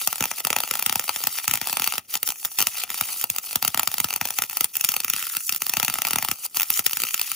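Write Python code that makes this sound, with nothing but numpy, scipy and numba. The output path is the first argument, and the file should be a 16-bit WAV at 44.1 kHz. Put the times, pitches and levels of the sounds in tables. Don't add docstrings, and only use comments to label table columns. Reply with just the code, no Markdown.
import sys
import numpy as np
from scipy import signal
from scipy.fft import rfft, irfft, next_fast_len
from scipy.io import wavfile
from numba import njit

SR = 44100
rng = np.random.default_rng(int(sys.argv[2]) if len(sys.argv) > 2 else 0)


def output_pcm(signal):
    pcm = np.clip(np.atleast_2d(signal).T, -1, 1) * 32767
    wavfile.write(sys.argv[1], SR, np.round(pcm).astype(np.int16))


N = 324135
TIME_S = np.arange(N) / SR
FFT_SIZE = next_fast_len(N + SR // 2)
FREQ_HZ = np.maximum(np.arange(FFT_SIZE // 2 + 1) * SR / FFT_SIZE, 1)
LEAD_IN = SR // 100
BURST_TIME_S = np.arange(-LEAD_IN, SR // 30) / SR

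# start_s, crack_db, body_re_crack_db, thump_db, thump_hz
POPS = [(0.0741, -1, -15.5, -25.5, 192), (0.128, -10.5, -10.5, -28, 560), (0.2073, -10.5, -6, -14.5, 183),
        (0.2251, -11, -11, -24, 219), (0.2393, -9.5, -11.5, -29, 240), (0.2553, -11, -12.5, -20, 530),
        (0.314, -12.5, -8.5, -21, 530), (0.4038, -21.5, -3, -30, 560), (0.4497, -7, -12, -23.5, 200),
        (0.47, -7.5, -10.5, -22, 560), (0.5036, -10, -7.5, -14, 378), (0.5292, -10.5, -5.5, -19, 500),
        (0.564, -9.5, -5, -13, 563), (0.5862, -13, -10, -31, 560), (0.6034, -6, -15, -30, 560),
        (0.6358, -13.5, -8.5, -36, 530), (0.711, -7, -11, -15, 560), (0.738, -13.5, -11, -34, 560),
        (0.7542, -11.5, -9.5, -39, 500), (0.7947, -8, -17, -32, 445), (0.825, -8.5, -14, -39, 560),
        (0.8626, -4.5, -11, -22, 200), (0.8959, -8, -8.5, -24.5, 200), (0.9256, -7.5, -12, -28, 210),
        (0.9566, -4.5, -11.5, -21, 159), (0.9954, -7.5, -11.5, -19.5, 560), (1.0796, -18.5, -8, -34, 560),
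        (1.0929, -12.5, -1.5, -19.5, 470), (1.161, -11.5, -10.5, -26, 530), (1.2048, -27, -6, -31, 530),
        (1.2382, -8, -15.5, -30, 190), (1.2711, -3, -13, -22.0, 270), (1.3863, -12.5, -11, -42, 560),
        (1.443, -19, -8.5, -50, 560), (1.479, -4.5, -12, -21.5, 105), (1.5116, -5.5, -12, -24, 180),
        (1.5376, -3, -15, -27.5, 100), (1.555, -10, -14.5, -32, 170), (1.5742, -15, -13, -38, 135),
        (1.6143, -11.0, -9, -23, 210), (1.6719, -11, -12.5, -29, 395), (1.687, -23.5, -2.5, -35, 355),
        (1.6964, -16.5, -7.5, -31, 300), (1.7286, -10, -10.5, -26, 240), (1.77, -12.5, -4, -20, 560),
        (1.7971, -12, -7.5, -26, 190), (1.8202, -10, -10, -23.5, 300), (1.8425, -10, -11.5, -34, 300),
        (1.8642, -18, -11, -37, 160), (1.8749, -5, -11.5, -29, 190), (1.9233, -12, -10.5, -31, 500),
        (1.9378, -19, -3.5, -29.5, 335), (1.9808, -9, -11, -26, 250), (2.1397, -6, -23, -41, 250),
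        (2.1538, -5, -15, -29, 250), (2.23, -6.5, -19, -24, 560), (2.2757, -9.5, -16, -38, 560),
        (2.2887, -5, -20, -28.5, 265), (2.3038, -11, -16.5, -34.0, 560), (2.449, -8.5, -17.5, -36, 560),
        (2.454, -7, -20, -26, 556), (2.5872, -1, -20, -30, 210), (2.6039, -3.5, -15, -21.5, 229),
        (2.6148, -5.5, -17, -41, 200), (2.6243, -2.5, -16.5, -25.5, 230), (2.67, -1.5, -15.5, -26.5, 191),
        (2.8368, -11, -13.5, -28, 560), (2.9027, -12, -15, -28.5, 335), (3.0104, -4, -12, -24, 123),
        (3.0886, -25.5, -4, -34, 397), (3.213, -12, -17, -36, 560), (3.2404, -5, -17, -20.5, 560),
        (3.3001, -3.5, -23, -29.5, 100), (3.3622, -11.5, -18.5, -39, 500), (3.3841, -7.5, -21, -35, 335),
        (3.5294, -13, -17.5, -30, 560), (3.5573, -1, -18, -20, 172), (3.626, -6, -11.5, -27, 170),
        (3.649, -4, -15.5, -27, 170), (3.6782, -2.5, -19, -23.5, 135), (3.745, -8.5, -8, -23, 180),
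        (3.775, -7.5, -11, -24, 225), (3.795, -3.5, -10.5, -22.5, 258), (3.8319, -10, -14, -28, 355),
        (3.8745, -5, -13.5, -26.5, 125), (3.9414, -9, -14.5, -32, 240), (3.982, -10, -14, -44, 560),
        (4.0015, -2, -16.5, -23.5, 150), (4.0437, -5, -12.5, -22.5, 134), (4.106, -15.5, -7.5, -31.0, 445),
        (4.1278, -14, -13, -23, 570), (4.138, -10.5, -16.5, -35, 280), (4.1609, -7.5, -17.5, -23, 560),
        (4.2127, -10, -7, -21, 156), (4.254, -14.5, -5.5, -20.5, 420), (4.3052, -10, -14.5, -24, 560),
        (4.387, -5, -12.5, -25, 200), (4.421, -4.5, -15.5, -22, 560), (4.4376, -13, -12, -27, 355),
        (4.4972, -15.5, -16, -44, 135), (4.57, -2.5, -18.5, -27, 445), (4.6083, -0.5, -19, -19, 355),
        (4.6434, -1.5, -19.5, -32, 210), (4.7544, -10, -24, -73, 265), (4.7682, -6.5, -24, -28.5, 583),
        (4.81, -4, -29, -28, 560), (4.8412, -8, -16, -32, 210), (4.847, 1, -23, -29.5, 210),
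        (4.889, -1, -24, -26, 265), (4.9186, -9.5, -20, -32, 560), (4.9398, -10.5, -15, -32, 500),
        (4.9649, -6, -15, -19.0, 560), (5.003, -10, -15.5, -27, 560), (5.0461, -7.5, -16.5, -29, 250),
        (5.081, -16, -10.5, -32, 395), (5.0995, -3, -23.5, -32, 210), (5.1359, -8, -13, -27.5, 170),
        (5.163, -10.5, -19.5, -35, 280), (5.194, -15, -35, -37, 315), (5.226, -12.5, -19, -30, 560),
        (5.2683, -14, -20, -34, 470), (5.3503, -17.5, -15, -35, 530), (5.3678, -5, -19.5, -33.5, 191),
        (5.479, -19, -50, -65, 160), (5.4933, -6, -17, -33, 280), (5.524, -5.5, -22.5, -32.5, 190),
        (5.5472, -13, -18, -42, 420), (5.5617, -12, -18, -30, 560), (5.6197, -7, -15, -26.5, 250),
        (5.666, -9.5, -13.5, -31, 265), (5.6953, -3.5, -21, -34, 180), (5.737, -6.5, -12.5, -30, 250),
        (5.7696, -5.5, -11, -21, 150), (5.7987, -11, -6, -20, 560), (5.829, -6.5, -11.5, -22.5, 190),
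        (5.8478, -4.5, -19, -42, 210), (5.881, -8.5, -7.5, -23, 180), (5.899, -13, -8, -28, 170),
        (5.9397, -7, -15, -34, 190), (5.956, -19.5, -6, -32, 190), (5.986, -9.5, -10, -27, 210),
        (6.0192, -7.5, -11.5, -31, 560), (6.0504, -9, -9, -29, 250), (6.0695, -7.5, -16.0, -31, 395),
        (6.0765, -18, -7, -35, 420), (6.085, -15.5, -9.5, -31, 335), (6.108, -6, -14.5, -24, 315),
        (6.1328, -4.5, -12.5, -23, 190), (6.1586, -8, -7.5, -18, 190), (6.1853, -8, -8.5, -24.5, 173),
        (6.2258, -9.5, -9, -27, 170), (6.248, -10.5, -11.5, -30, 210), (6.286, -10.5, -8.5, -25.5, 160),
        (6.314, -5.5, -13.5, -21, 211), (6.57, -6.5, -15, -26, 315), (6.598, -6, -18.5, -34, 200),
        (6.6081, -9.5, -15, -46.5, 200), (6.6184, -6, -19, -41, 200), (6.6312, -10, -18, -46, 560),
        (6.703, -2.5, -20, -29, 225), (6.739, -12, -40, -67, 240), (6.7742, -7, -21.5, -48, 240),
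        (6.7927, -4, -13.5, -21, 240), (6.864, 3, -20.5, -18.5, 563), (6.932, -6.5, -18.5, -26.5, 560),
        (6.9704, -9, -13, -28, 355), (7.0009, -13, -14, -31, 335), (7.0188, -8.5, -17, -30, 315),
        (7.0361, -6, -11, -21.5, 393), (7.1427, -6, -12.5, -38, 225), (7.1952, -10.5, -10.5, -36, 375),
        (7.2145, -6, -13.5, -37, 335), (7.3014, -29, -16, -46, 265), (7.3166, -9.5, -13, -39, 194)]
# time_s, level_db
RASP = [(0, -4.5), (1.2, -5), (1.9, -2), (2.4, -11.5), (2.53, -12), (2.61, -2), (2.68, -8), (2.8, -0.5),
        (3.2, -9), (3.5, -6), (4.3, -6), (4.8, -9.5), (5.15, -4.5), (5.35, -8.5), (5.46, -24), (5.6, -10),
        (5.85, -2.5), (6.3, -6.5), (6.45, -9.5), (6.6, -9), (6.74, -10.5), (7.35, -5)]


def from_db(db):
    return 10 ** (np.asarray(db) / 20)


def unit_rms(x):
    return x / np.sqrt(np.mean(x ** 2) + 1e-20)


def over_time(points, t=TIME_S):
    return np.interp(t, *np.transpose(points))


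def over_frequency(points):
    hz, value = np.transpose(points)
    return np.interp(np.log(FREQ_HZ), np.log(np.sort(hz)), value)


def filtered(x, response):
    return irfft(rfft(x, FFT_SIZE) * response, FFT_SIZE)[..., :N]


def coloured(x, spectrum):
    return filtered(x, unit_rms(from_db(over_frequency(spectrum))))


def delay(seconds):
    return np.exp(-2j * np.pi * FREQ_HZ * seconds)


def dispersion(lag_s):
    return np.exp(-2j * np.pi * np.cumsum(lag_s) * SR / FFT_SIZE)


def drift(bandwidth_hz):
    knots = rng.standard_normal(FFT_SIZE // 16)
    return unit_rms(np.interp(TIME_S * 2 * bandwidth_hz, np.arange(len(knots)), knots))


def arc_level_db(t):
    # time_s, level_db
    burn = [(0, -34), (.18, -38), (.39, -32), (.45, -36.5), (.93, -35.5), (1.3, -33), (1.68, -34),
            (1.9, -34.5), (2.1, -40), (2.23, -22), (2.35, -43.5), (2.44, -36), (2.54, -40), (2.6, -33),
            (2.8, -35), (2.95, -32.5), (3.2, -32.5), (3.3, -35.5), (3.47, -36), (3.6, -36), (4.1, -37),
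            (4.55, -36), (4.7, -33), (4.76, -37.5), (4.92, -32), (5.02, -41.5), (5.2, -30), (5.43, -34),
            (5.55, -34.5), (5.9, -35.5), (6.3, -34.5), (6.44, -30.5), (6.56, -28.5), (6.66, -36.5),
            (6.76, -23.5), (6.9, -36.5), (7.35, -33)]
    # start_s, end_s, depth_db
    stubs = [(0.32, 0.354, -6.5), (0.41, 0.43, -14), (1.455, 1.466, -11.5), (1.588, 1.602, -10),
             (1.997, 2.077, -19), (2.176, 2.243, -24.5), (2.485, 2.497, -5), (2.846, 2.881, -10),
             (3.249, 3.286, -12), (3.4, 3.412, -12), (3.574, 3.612, -7.5), (3.703, 3.76, -6),
             (4.183, 4.191, -14), (4.466, 4.482, -10), (4.659, 4.725, -12.5), (5.581, 5.587, -21),
             (6.34, 6.419, -10), (6.464, 6.541, -22.5), (6.81, 6.839, -11)]
    die_s, relight_s = 0.0017, 0.019
    coarse_s = np.arange(0, N / SR, .001)
    stub_db = np.zeros(len(coarse_s))
    for start_s, end_s, depth_db in stubs:
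        dying = (coarse_s - start_s) / die_s
        relighting = (end_s - coarse_s) / relight_s + 1
        stub_db += depth_db * np.clip(np.minimum(dying, relighting), 0, 1)
    return over_time(burn, t) + np.interp(t, coarse_s, stub_db)


def arc():
    # frequency_hz, level_db
    hiss_spectrum = [(600, -17), (1300, -20), (2600, -32), (4200, -10.5), (6000, -1), (8000, 2.5),
                     (10000, 2), (12500, 3.5), (14500, 7)]
    # frequency_hz, level_db
    rasp_spectrum = [(100, -25), (300, 9.5), (600, -5.5), (1300, 4), (2800, 12), (6000, 4.5), (10000, -38),
                     (15000, -44)]
    loud_pop_db, lull_db, recovery_s = -16, -5.5, 0.11
    flutter_db, fizz_db, ragged_db = 2.2, 2.0, 2.9
    ticks_per_s, tick_spread_db = 1600, 3.0

    pop_s = np.sort([start_s for start_s, crack_db, *_ in POPS if crack_db > loud_pop_db])
    since_pop_s = abs(TIME_S - pop_s[np.searchsorted(pop_s, TIME_S) - 1])
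    dips_db = lull_db * np.exp(-since_pop_s / recovery_s)
    strength = from_db(arc_level_db(TIME_S) + dips_db + flutter_db * drift(70))
    hiss = from_db(5.5) * unit_rms(rng.standard_normal(N) * from_db(fizz_db * drift(730)))

    tick_sizes = from_db(tick_spread_db * np.minimum(rng.exponential(1, N), 3))
    polarity = rng.choice([-1, 1], N)
    ticks = from_db(1) * unit_rms(tick_sizes * polarity * (rng.random(N) < ticks_per_s / SR))
    rasp = rng.standard_normal(N) + ticks
    rasp *= from_db(over_time(RASP) - 6 + ragged_db * drift(130))
    return coloured(strength * hiss, hiss_spectrum) + coloured(strength * rasp, rasp_spectrum)


def shop_air():
    # frequency_hz, level_db
    spectrum = [(25, -12), (90, 16), (250, 12), (600, 8), (1500, -25), (15000, -32)]
    noise = rng.standard_normal(N) + 0.25 * rng.standard_normal((2, N))
    return from_db(-69) * coloured(noise, spectrum)


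def faint_spits():
    median_interval_s, spread_db = 1 / 55, 2.5
    chance = rng.standard_normal((400, 3))
    start_s = median_interval_s * np.cumsum(np.exp(chance[:, 0] / 2))
    crack_db = arc_level_db(start_s) + 1 + spread_db * chance[:, 1]
    body_re_crack_db = over_time(RASP, start_s) - 1 + spread_db * chance[:, 2]
    return np.column_stack([start_s, crack_db, body_re_crack_db])[start_s < N / SR]


def bursts(lead_db, spray_db, tail_db, tail_s, lead_s=.003, spray_s=.0014, count=660):
    t = BURST_TIME_S
    sizzle = from_db(lead_db) * np.exp(-abs(t) / lead_s)
    spray = from_db(spray_db) * np.exp(-abs(t) / spray_s)
    tail = from_db(tail_db) * np.exp(-abs(t) / tail_s)
    grit = rng.standard_normal((count, len(t))) * from_db(0.44 * rng.standard_normal((count, 1)))
    shapes = (t == 0) + np.where(t < 0, sizzle, spray + tail) * grit
    energy = np.sum(shapes ** 2, axis=1, keepdims=True)
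    return shapes * np.sqrt(.004 * SR / energy)


def superpose(times_s, shapes, levels_db):
    track = np.zeros(FFT_SIZE)
    for start_s, shape, gain in zip(times_s, shapes, from_db(levels_db)):
        start = max(round(start_s * SR), 0)
        track[start:start + len(shape)] += gain * shape
    return track[LEAD_IN:LEAD_IN + N]


def steel_bounces(mean_lag_s, spacing_hz):
    knots_hz = np.arange(0, SR, spacing_hz)
    lag_s = mean_lag_s * rng.exponential(1, 1000)[:len(knots_hz)]
    return dispersion(np.interp(FREQ_HZ, knots_hz, lag_s))


def wire_snaps():
    # start_s, crack_db
    droplets = [(.0144, -16), (0.1575, -16.5), (0.1816, -19), (.6763, -18), (.6883, -23), (.7716, -18),
                (0.7913, -16), (1.0405, -17.5), (1.2155, -23), (1.258, -35), (1.3255, -29), (1.496, -17),
                (1.9553, -19), (2.143, -17), (2.3212, -20.5), (2.358, -30), (2.4292, -25), (2.516, -26),
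                (2.5912, -18), (2.5948, -10), (2.7736, -20), (2.782, -21), (2.9434, -16), (2.9884, -22),
                (3.1033, -24), (3.1412, -23), (3.2007, -34), (3.4415, -25), (3.5099, -19), (3.9159, -16.5),
                (4.0865, -20), (4.2729, -19), (4.2869, -17), (4.51, -23), (4.5303, -19), (4.7967, -30),
                (5.0357, -20), (5.254, -29), (5.3045, -43), (5.323, -36), (5.338, -24), (5.406, -27),
                (5.5364, -23), (5.686, -34), (5.9259, -21), (6.2089, -31), (6.3577, -32), (6.3796, -47),
                (6.4549, -21.5), (6.546, -21.5), (6.727, -35), (6.7554, -34), (6.8959, -19), (6.9102, -16),
                (7.0515, -18), (7.0692, -19), (7.0874, -17), (7.108, -18), (7.178, -17)]
    # frequency_hz, level_db
    crack_spectrum = [(1300, -31), (1800, -19.5), (2600, 3), (3400, -2), (4200, -4.5), (6500, 1.5),
                      (9000, 2.5), (12500, 0.5), (15000, 14)]
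    # frequency_hz, level_db
    body_spectrum = [(150, 14), (330, -2), (550, -12.5), (720, -0.5), (1500, 2), (2800, 0), (3500, -6.5),
                     (5000, -10.5)]
    spits = [(start_s, crack_db, -13) for start_s, crack_db in droplets]
    events = np.vstack([np.array(POPS)[:, :3], spits, faint_spits()])
    start_s, crack_db, body_re_crack_db = events.T
    sharp = bursts(lead_db=-29, spray_db=-10.5, tail_db=-28, tail_s=.0045)
    hollow = bursts(lead_db=-36, spray_db=-25, tail_db=-36, tail_s=.007)
    crack = coloured(superpose(start_s, sharp, crack_db - 4.5), crack_spectrum)
    body = coloured(superpose(start_s, hollow, crack_db + body_re_crack_db + 0.5), body_spectrum)
    return filtered(crack + body, steel_bounces(mean_lag_s=.00042, spacing_hz=170))


def gas_puffs(q):
    # frequency_hz, gain_db
    weighting = [(20, -32), (50, -11.5), (95, 1.5), (220, 0), (400, 0.5), (600, -2), (1200, -55)]
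    start_s, _, _, thump_db, thump_hz = np.transpose(POPS)
    cycles = thump_hz[:, None] * abs(BURST_TIME_S)
    puffs = (BURST_TIME_S >= 0) * np.exp(-np.pi * cycles / q) * np.cos(2 * np.pi * cycles)
    return filtered(superpose(start_s, puffs, thump_db), from_db(over_frequency(weighting)))


@njit
def high_pass(x, tuning, damping):
    high, low, band = np.zeros(len(x)), 0., 0.
    for i in range(len(x)):
        low += tuning[i] * band
        high[i] = x[i] - low - damping[i] * band
        band += tuning[i] * high[i]
    return high


def torch_gap(snaps, sizzle):
    # time_s, pitch_hz
    mode = [(0, 780), (.42, 610), (.56, 546), (1.0, 700), (1.27, 680), (1.33, 920), (1.44, 870), (1.5, 700),
            (1.8, 696), (2.3, 795), (2.7, 730), (3.6, 600), (4.55, 745), (4.9, 845), (5.17, 1360),
            (5.5, 1450), (5.78, 700), (6.3, 694), (6.8, 930), (7.1, 1440), (7.35, 1210)]
    # time_s, inverse_q
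    snap_damping = [(5.05, .97), (5.2, .3), (5.45, .3), (5.62, .97)]
    tuning = 2 * np.sin(np.pi * over_time(mode) / SR)
    ringing = high_pass(snaps, tuning, over_time(snap_damping))
    return ringing + high_pass(sizzle, tuning, np.full(N, 0.94))


def steel_pocket(x):
    # centre_hz, width_hz, gain_db
    peaks_and_dips = [(520, 50, 6.5), (225, 50, 3.5), (875, 200, 3), (1040, 110, -7), (1335, 226, 8),
                      (1550, 440, -11), (1905, 110, 2), (2230, 100, -4.5), (2380, 80, 3), (2655, 80, 2),
                      (4200, 500, -3), (4510, 350, 7), (5435, 90, 4.5), (5870, 140, 6), (7025, 110, 4),
                      (8500, 500, -5), (9690, 730, 5), (14100, 340, 2)]
    for centre_hz, width_hz, gain_db in peaks_and_dips:
        tuning = -2 * np.cos(2 * np.pi * centre_hz / SR)
        half_width, lift = np.pi * width_hz / SR, from_db(gain_db / 2)
        numerator = [1 + half_width * lift, tuning, 1 - half_width * lift]
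        denominator = [1 + half_width / lift, tuning, 1 - half_width / lift]
        x = signal.lfilter(numerator, denominator, x)
    return x


def reverberation(t60_s, onset_s):
    t = np.arange(SR // 2) / SR
    tail = rng.standard_normal(len(t)) * from_db(-60 * t / t60_s) * (1 - np.exp(-t / onset_s))
    return rfft(tail / np.sqrt(np.sum(tail ** 2)), FFT_SIZE)


def workshop(x, echo_cut_hz, room_db, room_cut_hz):
    # delay_s, gain_db
    surfaces = [(.0075, -23), (.0105, -22), (.0123, -20), (.0138, -21), (.0186, -24)]
    glances = [0.0002286, 0.0005635, 0.001165]
    # frequency_hz, gain_db
    scatter = [(100, -19), (700, -15), (2000, -10.5), (5000, -9.5), (9000, -6.5), (15000, -28)]
    # frequency_hz, left_minus_right_db
    balance = [(100, 0.5), (380, 0.5), (700, 5), (1700, 1.5), (2500, 3), (5000, 6), (7500, 0.5), (8600, 0)]
    treble_lag_s, treble_split_hz = .00029, 6020

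    echoes = sum(from_db(db) * delay(s) for s, db in surfaces) / (1 + 1j * FREQ_HZ / echo_cut_hz)
    room = np.array([reverberation(t60_s=.14, onset_s=.00084) for _ in range(2)])
    room /= 1 + 1j * FREQ_HZ / room_cut_hz
    room[1] += (room[0] - room[1]) / (1 + (FREQ_HZ / 700) ** 2)
    glancing = sum(rfft(x * [drift(25), drift(25)], FFT_SIZE) * delay(s) for s in glances)
    heard = rfft(x, FFT_SIZE) * (1 + echoes + from_db(room_db) * room)
    heard += from_db(over_frequency(scatter)) * glancing
    heard[0] *= dispersion(treble_lag_s * (FREQ_HZ > treble_split_hz)) * delay(-1 / SR)
    heard *= from_db(np.array([[.5], [-.5]]) * over_frequency(balance))
    return irfft(heard, FFT_SIZE)[:, :N]


def scene():
    snaps = wire_snaps()
    weld = steel_pocket(torch_gap(snaps, arc()) + gas_puffs(q=0.71))
    air = shop_air()
    return workshop(weld, echo_cut_hz=3500, room_db=-16, room_cut_hz=6000) + air


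def record(dry):
    # frequency_hz, delay_s
    bass_lag = [(50, .022), (90, .016), (130, .0105), (250, .0055), (500, .002), (900, .0005), (2000, 0)]
    cutoff_hz = 15800
    rounded = np.tanh(filtered(dry, dispersion(over_frequency(bass_lag))))
    return filtered(rounded, 1 / np.sqrt(1 + (FREQ_HZ / cutoff_hz) ** 240))


dry = scene()
out = record(dry)
output_pcm(out)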